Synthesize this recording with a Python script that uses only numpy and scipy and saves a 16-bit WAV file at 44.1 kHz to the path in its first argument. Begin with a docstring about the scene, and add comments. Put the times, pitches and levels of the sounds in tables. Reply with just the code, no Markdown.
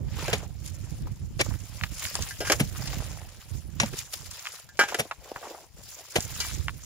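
"""Two diggers in stony ground

A pickaxe works on the left and a shovel on the right, in the open. The pick crunches into the earth:
bursts of grainy noise, with a ringing steel head. The shovel blade rings on stones as a set of fading
tones. Short knocks, from dull thuds of landing clods to sharp clacks and ticks of stone, are brief
resonances with a rattle of crumbs; soil slides and trickles as bands of grainy noise, with ticking
pebbles. Gusts of wind, short or long, are lumpy low noise that buffets two microphone ports."""
import sys
import numpy as np
from scipy import signal
from scipy.fft import rfft, irfft
from scipy.io import wavfile
from scipy.ndimage import uniform_filter1d

SR = 44100
rng = np.random.default_rng(int(sys.argv[2]) if len(sys.argv) > 2 else 0)


def to_wav(s):
    """Save 16-bit WAV."""
    ch = np.atleast_2d(s).T  # columns
    pcm = np.round(np.clip(ch, -1, 1) * 32767)  # PCM
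    wavfile.write(sys.argv[1], SR, pcm.astype(np.int16))


N = 302085

# All levels in dB are relative: mixing, fades and the ports shape them further.
# pick blows: t/s, strength/dB, thud/dB, dull knock/dB, brightness/dB per band, rise/ms,
# t60/ms (time to fade by 60 dB, in the middle band), ring of the head/dB
PICK_BLOWS = [(0.328, -12.5, 0.5, 2.5, -0.5, 6.8, 64, -15), (1.391, -13, -4, 1, -5, 24.8, 27, -29),
              (1.411, -11.5, -9, -10, 5.5, 0.99, 25, -5), (2.594, -16, 5.5, 1, 3, 11.8, 70, -11.5),
              (3.799, -5.5, -26, -10, -21, 2.9, 25, -6.5), (3.808, -20, -2, -2, 0.5, 10.6, 110, -13),
              (3.832, -20.5, 11.5, 9.5, 1, 2.4, 39, -8), (4.985, -16.5, -3.5, 2, 3, 16.8, 73, -9),
              (6.155, -10.5, -4, 2, 0.5, 7.5, 63, -16), (6.182, -27.5, 21, 14, -5, 1.6, 20, -21)]
# colour of a pick blow in the three upper crunch bands, before its brightness: level/dB
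PICK_COLOUR_DB = (2.5, -6, -4)
# ringing tones (modes) of the pick head: f/Hz, level/dB, t60/s
HEAD_MODES = [(2290, -3.5, 0.051), (4000, -13, 0.037), (5750, -9.5, 0.027), (6700, -11.5, 0.015),
              (10100, -19, 0.038)]
# shovel blade on stone: t/s, strength/dB, dull knock/dB, rasp/dB, hiss/dB, rise/ms,
# t60/ms (middle band), ring/dB, favoured pitch f/Hz, loss away from it/dB per octave,
# freedom of the blade from soil (factor on the t60 of its modes, at least 0.1)
SHOVEL_BLOWS = [(.28, -19, 4.5, -1, -6, 1.9, 67, -10.5, 1820, 20, 0.43),
                (2.308, -25, -29, -8, -1, 0.94, 80, -1.5, 1770, 50, 0.71),
                (2.404, -16.5, 0.5, -4, -6, 1.2, 106, -18, 2870, 3, 2.5),
                (2.447, -25, -18, 1, -1, 8, 160, -10, 2000, 23, 0.5),
                (2.469, -22.5, -16, -1, 0.5, 3.2, 240, -2, 1990, 27, 1.2),
                (2.498, -8, 0.5, -3, -9, 2, 110, -5.5, 2280, 13.5, 0.23),
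                (2.518, -11, -3, 4.5, 4, 4.6, 64, -10, 1500, 14, 0.59),
                (4.689, -36, -36, -22, -3, 0.61, 50., -7.5, 1750, 44, 1.3),
                (4.791, -10, -9, -3, -5, 0.91, 200, -3, 1450, 8, 1.0),
                (4.81, -17, -10, -3, -6, 2, 70, 3, 1600, 14, 1.0),
                (4.835, -23, -24, 4, -3, 0.67, 76, 1.5, 860, 20, 0.36),
                (4.878, -22.5, -8.5, -1, -5.5, 14, 150, -17, 1700, 18, 0.48),
                (4.944, -13.5, -0.5, 0, -4, 2, 55, -3, 1880, 22, 0.35),
                (6.402, -24, -27, -20, 7, 1, 100, 2, 4200, 12, 1.2),
                (6.407, -36, -20, -10, 0, 3, 50, 11, 2250, 40, 2.6)]
# modes of the blade: f/Hz, level/dB, t60/s before the freedom factor
BLADE_MODES = [(560, -5, .08), (720, -5, .08), (820, -3, .13), (922, -5, .08), (1255, -7, .08),
               (1443, -2, .09), (1610, 0, .12), (1735, -8, .12), (1988, -7, .1), (2315, -6, .12),
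               (2875, -7, .12), (3170, -6, .09), (3650, -12, .08), (4050, -11, .07), (4430, -5, .06),
               (4576, -7, .11), (5136, -4, .11)]
# frequency bands of a crunch, from thud to hiss: lowest f/Hz, highest f/Hz
CRUNCH_BANDS = [(110, 270), (270, 720), (820, 3500), (3500, 8000), (8000, 13000)]
# short knocks, from dull thuds of landing clods to sharp clacks and ticks of stone:
# t/s, strength/dB, pitch f/Hz, rattle/dB relative to the strength
KNOCKS = [(0.225, -32, 557, -3.5), (0.312, -25, 1500, -12), (.3, -28, 2500, -12), (.43, -35.5, 640, -4.5),
          (1.07, -33, 790, -8.5), (1.393, -26, 3000, -8), (1.462, -32.5, 870, -6), (1.507, -38.5, 920, -2),
          (1.539, -35, 1790, -12), (1.811, -19.5, 1960, -23), (1.836, -14.5, 1850, -5.5),
          (2.022, -35.5, 1550, 0), (2.052, -16.5, 2800, -22), (2.153, -10, 6140, -17.5),
          (2.153, -24.5, 900, -6), (2.189, -27, 710, -17), (2.223, -21.5, 5000, -8.5),
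          (2.234, -27.5, 8000, -10), (2.288, -31.5, 8500, -8), (2.607, -18, 190, -12),
          (2.749, -34, 1370, -26), (2.874, -30.5, 3700, -3), (2.93, -28.5, 1500, -6.5),
          (3.002, -34, 700, -16), (3.021, -32.5, 575, -13), (3.172, -36, 755, -20), (3.215, -36, 640, -11),
          (3.251, -42, 3000, -24), (3.935, -28, 2100, -10.5), (3.861, -27, 5620, -19),
          (3.927, -34.5, 320, -7), (3.938, -30.5, 290, -6.5), (4.311, -24.5, 7000, -13.5),
          (4.393, -27, 5160, -20), (4.454, -22.5, 1910, -19), (4.463, -24.5, 2430, -14),
          (4.469, -19.5, 2030, -10.5), (4.771, -38, 4600, -10.5), (4.922, -27.5, 845, -1),
          (5.052, -33.5, 516, -11), (5.111, -24.5, 1210, 0.5), (5.315, -25, 534, -14),
          (5.36, -28, 1060, -3.5), (5.427, -34.5, 870, -2), (5.47, -34, 560, -6), (5.546, -33.5, 750, -5.5),
          (6.205, -18, 6660, -14.5), (6.225, -28, 6640, -9), (6.485, -26, 3200, -18),
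          (6.682, -12.5, 1820, -17), (6.693, -23, 1670, -17)]
# soil slides: t/s at the height, rise/s, hold/s, fall/s, clods/dB, gravel/dB, grit/dB
# (a rise or fall is never shorter than 0.01 s)
SOIL_SLIDES = [(0.201, 0.13, 0.15, 0.11, -41.5, -42, -46.5), (0.433, 0.11, .003, 0.12, -48.5, -76, -58.5),
               (0.65, 0.029, 0.0027, 0.13, -62, -56.5, -46), (0.895, 1, 0.035, 0.71, -58.5, -60.5, -57.5),
               (1.425, 0.059, 0.0029, 0.32, -72, -52, -47), (1.859, 0.57, .003, 0.047, -54, -53, -49),
               (2.056, 0.21, .003, 0.13, -48.5, -43, -38), (2.138, 0.11, 0.16, 0.062, -54, -47, -45),
               (2.532, 0.61, .003, 0.71, -54.5, -52.5, -45), (2.76, 0.035, 0.14, 0.68, -48, -49, -47),
               (2.922, 0.15, .003, 0.46, -47, -49.5, -52.5),
               (3.411, 0.019, 0.0032, 0.057, -65, -54.5, -54.5),
               (3.547, 0.2, 0.0033, 0.18, -59, -62, -53.5), (3.868, 0.13, .003, 0.064, -55, -45.5, -46),
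               (3.999, 0.098, 0.003, 0.042, -51, -43.5, -38.5),
               (4.138, 0.023, 0.0033, 0.033, -47.5, -45.5, -35.5),
               (4.25, 0.74, 0.021, 0.047, -57, -56, -50), (4.316, 0.062, 0.25, 0.16, -56.5, -53, -49),
               (4.936, 0.22, 0.0021, 0.31, -45.5, -49.5, -49.5),
               (5.245, 0.061, 0.22, 0.23, -48, -56.5, -56), (5.439, 0.042, 0.082, 0.11, -42.5, -57, -55.5),
               (5.564, 0.11, 0.077, 0.04, -51.5, -64.5, -58.5),
               (5.777, 0.021, 0.021, 0.072, -52, -61.5, -60), (5.894, 0.15, .003, 0.31, -62, -60, -48),
               (5.994, 0.066, .003, 0.068, -47.5, -53.5, -57), (6.18, 0.16, 0.028, 0.38, -51, -53, -45),
               (6.461, 0.5, .003, 0.26, -52.5, -45, -40.5), (6.85, 0.4, .003, .3, -66, -61, -53)]
# resting trickle between slides: clods/dB, gravel/dB, grit/dB
STILL_DB = (-93.5, -79, -69)
# colour of the big lumps of soil: f/Hz, level/dB per Hz
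CLODS_COLOUR = [(250, -21), (400, -4), (580, 0), (850, -1), (1200, -14), (1700, -26)]
# colour of the middle-sized soil: f/Hz, level/dB per Hz
GRAVEL_COLOUR = [(800, -7), (1300, -1.5), (2000, 0), (3200, -2), (5000, -11.5)]
# colour of the finest soil: f/Hz, level/dB per Hz
GRIT_COLOUR = [(2000, -15), (3500, -9), (5000, -9), (6500, -6.5), (8000, -18), (12400, 0.5), (16000, -7)]
# likeness of a rattle in the two ports: f/Hz, share of the power common to both
LIKENESS = [(300, 1), (1200, 0.8), (2500, 0.34), (5000, 0.13), (12000, 0.033)]
# strength of the breeze on the ports: t/s, level/dB, left minus right/dB
BREEZE = [(0.0, -41.5, -1), (.5, -46, -18), (.95, -33, -9), (1.35, -34.5, -6.5), (1.6, -42.5, -17),
          (1.83, -33.5, -21), (2.08, -43, -15.5), (2.33, -43, 5), (2.45, -38, -1), (2.8, -34, -11),
          (3.2, -40, -10.5), (3.47, -52, -6), (3.6, -44.5, -5), (3.85, -34, -25), (4.06, -58, 22),
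          (4.33, -71.5, -3), (4.71, -54.5, 6), (5.05, -59, 8), (6.11, -66.5, 0), (6.17, -37.5, -24),
          (6.85, -51.5, 10)]
# gusts, short or long: t/s at the height, level/dB, left minus right/dB,
# time/s to swell or sink by SWING_DB (never shorter than 0.01 s)
GUSTS = [(.03, -30, -11.5, 1.4), (1.047, -27.5, 6, .06), (1.516, -23.5, -33, 0.11), (2.21, -27, -9.5, 0.06),
         (2.631, -25.5, -10, 0.06), (2.96, -31, -9.5, 0.27), (3.524, -23, -27, -0.05),
         (3.552, -28.5, -31, 0.08), (3.69, -36.5, -22, 0.18), (3.765, -28, -20, -0.04),
         (3.929, -35.5, -19, 0.15), (4.25, -40, -19, 0.16), (5.2, -46.5, 13, 0.07), (5.365, -35, 14, -0.04),
         (5.75, -43, -2, -0.04), (5.81, -48, 8, 0.25), (6.599, -28, -40, 0.24)]
# colour of the wind before tilt and lumps: f/Hz, level/dB per Hz
WIND_COLOUR = [(20, -5.5), (58, 4), (90, 3), (143, -2.5), (176, -11.5), (307, -21), (480, -42.5)]
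# peaks and dips of the ports: f/Hz, width/Hz, left/dB, right/dB
PORT_TONES = [(5270, 2200, 7, 0.5), (7030, 1560, -1, 10.5), (7360, 320, 6, 5.5), (8150, 440, -11, 9),
              (9280, 4540, 9, -5), (13060, 11900, -12.5, -6.5)]

# how much later the right port hears a sound than the left (negative: earlier)
PICK_LAG_MS, SHOVEL_LAG_MS, STONE_LAG_MS, SOIL_LAG_MS = 0.19, -0.072, -0.093, -0.0066
SHOVEL_THUD_DB, SHOVEL_LOW_HZ = -18.5, 320   # the thin blade gives little bass
RATTLE_T60_MS, RATTLE_MS_PER_DB = 2.8, 2   # harder knocks shed their crumbs sooner
PEBBLES_PER_S, PEBBLE_DB, PEBBLE_CYCLES = 90, 10.0, 6.0   # cycles of its pitch until 60 dB down
SWING_DB = 20.0   # climb or fall of a surge within its given time


def pick():
    """Each blow crunches on the left, with its own brightness and its own ringing of the steel head."""
    out = np.zeros((2, N))
    for s, strength_db, thud_db, knock_db, tilt_db, rise_ms, t60_ms, ring_db in PICK_BLOWS:
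        upper_db = PICK_COLOUR_DB + tilt_db * np.arange(3)
        bands_db = [thud_db, knock_db, *upper_db]
        add(out, s, crunch(strength_db, bands_db, rise_ms, t60_ms, PICK_LAG_MS))
        shake = rng.standard_normal(4096) * swell(4096, rise_ms, 0.99 * t60_ms)
        head = sum(from_db(db) * peak_one(ring(shake, hz, t60)) for hz, db, t60 in HEAD_MODES)
        add(out, s, from_db(strength_db + ring_db) * ports(head, PICK_LAG_MS))
    return out


def shovel():
    """The crunch shakes the blade; the spot struck favours some modes, clinging soil damps them."""
    out = np.zeros((2, N))
    for (s, strength_db, knock_db, rasp_db, hiss_db, rise_ms, t60_ms,
         ring_db, best_hz, loss_db, free) in SHOVEL_BLOWS:
        bands_db = [SHOVEL_THUD_DB, knock_db, rasp_db, hiss_db, hiss_db]
        add(out, s, crunch(strength_db, bands_db, rise_ms, t60_ms, SHOVEL_LAG_MS))
        shake = rng.standard_normal(16384) * swell(16384, rise_ms, 0.2 * t60_ms)
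        blade = 0
        for hz, db, t60 in BLADE_MODES:
            mode_db = db - loss_db * abs(np.log2(hz / best_hz))
            blade = blade + from_db(mode_db) * peak_one(ring(shake, hz, t60 * max(free, .1)))
        add(out, s, from_db(strength_db + ring_db) * ports(blade, SHOVEL_LAG_MS))
    return signal.sosfilt(signal.butter(2, SHOVEL_LOW_HZ, "high", fs=SR, output="sos"), out)


def crunch(strength_db, bands_db, rise_ms, t60_ms, lag_ms):
    """A burst of breaking earth; lows last longer, highs die sooner."""
    pair, out = grains(8192, 3.3, lag_ms), 0
    for k, (low, high) in enumerate(CRUNCH_BANDS):
        force = swell(8192, rise_ms, t60_ms * 0.83 ** (k - 2))
        gain = from_db(strength_db + bands_db[k] - 9.5)
        out = out + gain * force * rms_one(blend(pair, low, high))
    return out


def knocks():
    """A short contact sets off a broad resonance of a clod or stone; crumbs rattle after it."""
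    out, click = np.zeros((2, N)), np.zeros(4096)
    click[52] = 1
    for s, strength_db, hz, rattle_db in KNOCKS:
        edges = hz / 2.0, min(hz * 1.6, 16000)
        # a rounded contact has no far treble
        contact = band(band(ports(click, STONE_LAG_MS), *edges), *edges)
        shared, own = grains(4096, 0.39, STONE_LAG_MS)
        crumbs = 1.5 * shared + .5 * own
        rattle = rms_one(band(crumbs, *edges)) + 0.045 * rms_one(band(crumbs, 660, 10200))
        fade = swell(4096, 0.19, RATTLE_T60_MS - RATTLE_MS_PER_DB * strength_db)
        knock = peak_one(contact) + from_db(rattle_db) * rattle * fade
        add(out, s, from_db(strength_db) * knock)
    return out


def slides():
    """Gains of clods, gravel and grit: the slides add their power to the resting trickle."""
    power = from_db(STILL_DB)[:, None] ** 2
    for s, rise_s, hold_s, fall_s, *sizes_db in SOIL_SLIDES:
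        power = power + np.outer(from_db(sizes_db), surge(s, rise_s, hold_s, fall_s)) ** 2
    return np.sqrt(power)


def soil(spectrum, spread_db, patchy_db, flutter):
    """Narrow bands of grain noise, with a shared flutter (rate in Hz) and patches of their own."""
    pairs = [grains(N + N % 2, spread_db, SOIL_LAG_MS) for k in range(2)]
    together = drift(flutter)
    edges = np.geomspace(spectrum[0][0], min(spectrum[-1][0], 17000), 9)
    out = 0
    for k, (low, high) in enumerate(zip(edges, edges[1:])):
        colour_db = at_hz(spectrum, np.sqrt(low * high))
        patches_db = patchy_db * (together + 1.23 * drift(25))
        out = out + from_db(colour_db + patches_db) * blend(pairs[k % 2], low, high)[:, :N]
    # level out the slow changes: the gains from slides() set those
    return out / np.sqrt(uniform_filter1d(np.mean(out ** 2, axis=0), size=3500))


def pebbles(gravel):
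    """Single pebbles tick at random in the rolling gravel, each a short ring at one of eight pitches."""
    sizes = from_db(2.94 * np.minimum(rng.exponential(1, N), 3))
    sizes = sizes * (rng.random(N) < PEBBLES_PER_S / SR)
    dealt = rng.integers(0, 8, N)
    ticks = 0
    for k, hz in enumerate(np.geomspace(1200, 10500, 8)):
        ticks = ticks + ring(sizes * (dealt == k), hz, PEBBLE_CYCLES / hz)
    ticks = band(np.append(ticks, 0), 900, 15000)   # one sample more makes the length even
    return from_db(PEBBLE_DB) * gravel * ports(ticks, STONE_LAG_MS)[:, :N]


def wind():
    """A deep, lumpy breeze, and firmer, brighter gusts on top of it."""
    gusts = 0
    for s, db, pan_db, swing_s in GUSTS:
        gusts = gusts + np.outer(port_power(db, pan_db), surge(s, swing_s, 0, swing_s) ** 2)
    breeze = np.sqrt(port_power(*in_time(BREEZE))) * buffet(lumpy_db=5.5, tilt_db=-0.54, even=5400)
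    firm = np.sqrt(gusts) * buffet(lumpy_db=4.0, tilt_db=0.35, even=2530)
    return from_db(3.0) * (breeze + firm)


def buffet(lumpy_db, tilt_db, even):
    """Lumpy low noise, unrelated in the ports; strong lumps reach higher; evened over `even` samples."""
    out = np.zeros((2, N))
    edges = np.geomspace(WIND_COLOUR[0][0], WIND_COLOUR[-1][0], 9)
    for side in range(2):
        lumps = np.tanh(drift(18.4) / 2) * 2
        white = rng.standard_normal((2, N))
        for k, (low, high) in enumerate(zip(edges, edges[1:])):
            colour_db = at_hz(WIND_COLOUR, np.sqrt(low * high)) + tilt_db * k
            gain = from_db(colour_db + (lumpy_db + .5 * k) * lumps)
            out[side] += gain * band(white[k % 2], low, high)
    return out / np.sqrt(uniform_filter1d(out ** 2, size=even) + 1e-12)


def port_power(level_db, pan_db):
    """Power at the left and at the right port; pan_db is left minus right."""
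    left = 1 / (1 + from_db(-2 * pan_db))
    return from_db(2 * level_db) * np.array([left, 1 - left])


def swell(n, rise_ms, t60_ms):
    """Force of a blow: a smooth rise as the edge bites in, then a decay."""
    t = np.arange(n) / SR * 1000
    rise = max(rise_ms, .1)
    decay = from_db(-60 * np.maximum(t - rise, 0) / t60_ms)
    return np.sin(np.pi / 2 * np.minimum(t / rise, 1)) * decay


def surge(s, rise_s, hold_s, fall_s):
    """Gain of a passing movement: it climbs SWING_DB in rise_s, holds, and sinks as far in fall_s."""
    t = np.arange(N) / SR - s
    climb = np.minimum(t / max(rise_s, .01), 0)
    sink = (hold_s - t) / max(fall_s, .01)
    return from_db(SWING_DB * np.minimum(climb, sink))


def ring(x, hz, t60):
    """A resonance: a unit click sets a sine of height 1 ringing, 60 dB down after t60 seconds."""
    r, w = from_db(-60 / (t60 * SR)), 2 * np.pi * hz / SR
    return signal.lfilter([0, np.sin(w)], [1, -2 * r * np.cos(w), r * r], x + 1e-18)


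def grains(n, spread_db, lag_ms):
    """White rattle of uneven grains: one shared by the ports, one scattered differently to each."""
    sizes = from_db(spread_db * np.minimum(rng.exponential(1, n), 6))
    raw = rng.standard_normal((3, n)) * sizes
    return rms_one(ports(raw[0], lag_ms)), rms_one(raw[1:])


def blend(pair, low, high):
    """One band of a rattle; the ports agree less towards the treble."""
    alike = np.clip(at_hz(LIKENESS, np.sqrt(low * high)), 0, 1)
    return band(np.sqrt(alike) * pair[0] + np.sqrt(1 - alike) * pair[1], low, high)


def ports(x, lag_ms):
    """One sound reaches both ports, the right one lag_ms later."""
    n = len(x)
    # turning the phase moves the left half the lag earlier, the right half the lag later
    turn = np.exp(1j * np.pi * np.arange(n // 2 + 1) / n * SR * lag_ms / 1000)
    return np.array([irfft(rfft(x) * turn, n), irfft(rfft(x) / turn, n)])


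def drift(rate):
    """Slow chance: noise at every 40th sample, smoothed by two low-passes at `rate` Hz; spread 1."""
    r = np.exp(-80 * np.pi * rate / SR)
    noise = rng.standard_normal(N // 40 + 2002)
    slow = signal.lfilter([1], [1, -2 * r, r * r], noise)[2000:]   # drop the start-up
    return np.interp(np.arange(N) / 40, np.arange(len(slow)), rms_one(slow))


def band(x, low, high):
    """Keep the frequencies between low and high, in Hz."""
    return signal.sosfilt(signal.butter(2, [low, high], "band", fs=SR, output="sos"), x)


def add(out, s, x):
    """Lay a two-port sound into the scene, starting at s seconds."""
    at = round(s * SR)
    out[:, at:at + x.shape[1]] += x[:, :N - at]


def in_time(rows):
    """Draw each column of a table as a line over time."""
    s, *columns = np.transpose(rows)
    return [np.interp(np.arange(N) / SR, s, c) for c in columns]


def at_hz(points, hz):
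    """Read a table at one frequency, on a logarithmic pitch scale."""
    table_hz, values = np.transpose(points)
    return np.interp(np.log(hz), np.log(table_hz), values)


def from_db(db):
    """Decibels to amplitude."""
    return 10 ** (np.asarray(db) / 20)


def rms_one(x):
    """Scale to an average (RMS) strength of 1."""
    return x / np.sqrt(np.mean(x ** 2) + 1e-20)


def peak_one(x):
    """Scale to a highest peak of 1."""
    return x / np.abs(x).max()


def scene():
    """Both tools, the short knocks, three sizes of moving soil, and wind."""
    clods, gravel, grit = slides()
    ticks = pebbles(gravel + 0.27 * grit)
    clods = clods * from_db(-3.0) * soil(CLODS_COLOUR, spread_db=3.5, patchy_db=3.5, flutter=63)
    gravel = gravel * from_db(1.0) * soil(GRAVEL_COLOUR, spread_db=3.5, patchy_db=2.0, flutter=63)
    grit = grit * from_db(5.5) * soil(GRIT_COLOUR, spread_db=4.5, patchy_db=2.0, flutter=50)
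    return pick() + shovel() + knocks() + clods + gravel + ticks + grit + wind()


def record(dry):
    """Each port has its own peaks and dips; loud peaks are rounded, the lowest bass and the top are cut."""
    out = signal.sosfilt(signal.butter(2, 40.0, "high", fs=SR, output="sos"), dry)
    for hz, width_hz, *gains_db in PORT_TONES:
        w = 2 * np.pi * hz / SR
        a = np.sin(w) * width_hz / hz / 2
        for side in range(2):
            g = from_db(gains_db[side] / 2)   # half the dB in each of the two lists below
            above = [1 + a * g, -2 * np.cos(w), 1 - a * g]
            below = [1 + a / g, -2 * np.cos(w), 1 - a / g]
            out[side] = signal.lfilter(above, below, out[side])
    rounded = .8 * np.tanh(out / .8)
    # at least 50 dB down from 16300 Hz upwards
    return signal.sosfilt(signal.cheby2(12, 50, 16300, fs=SR, output="sos"), rounded)


dry = scene()
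out = record(dry)
to_wav(out)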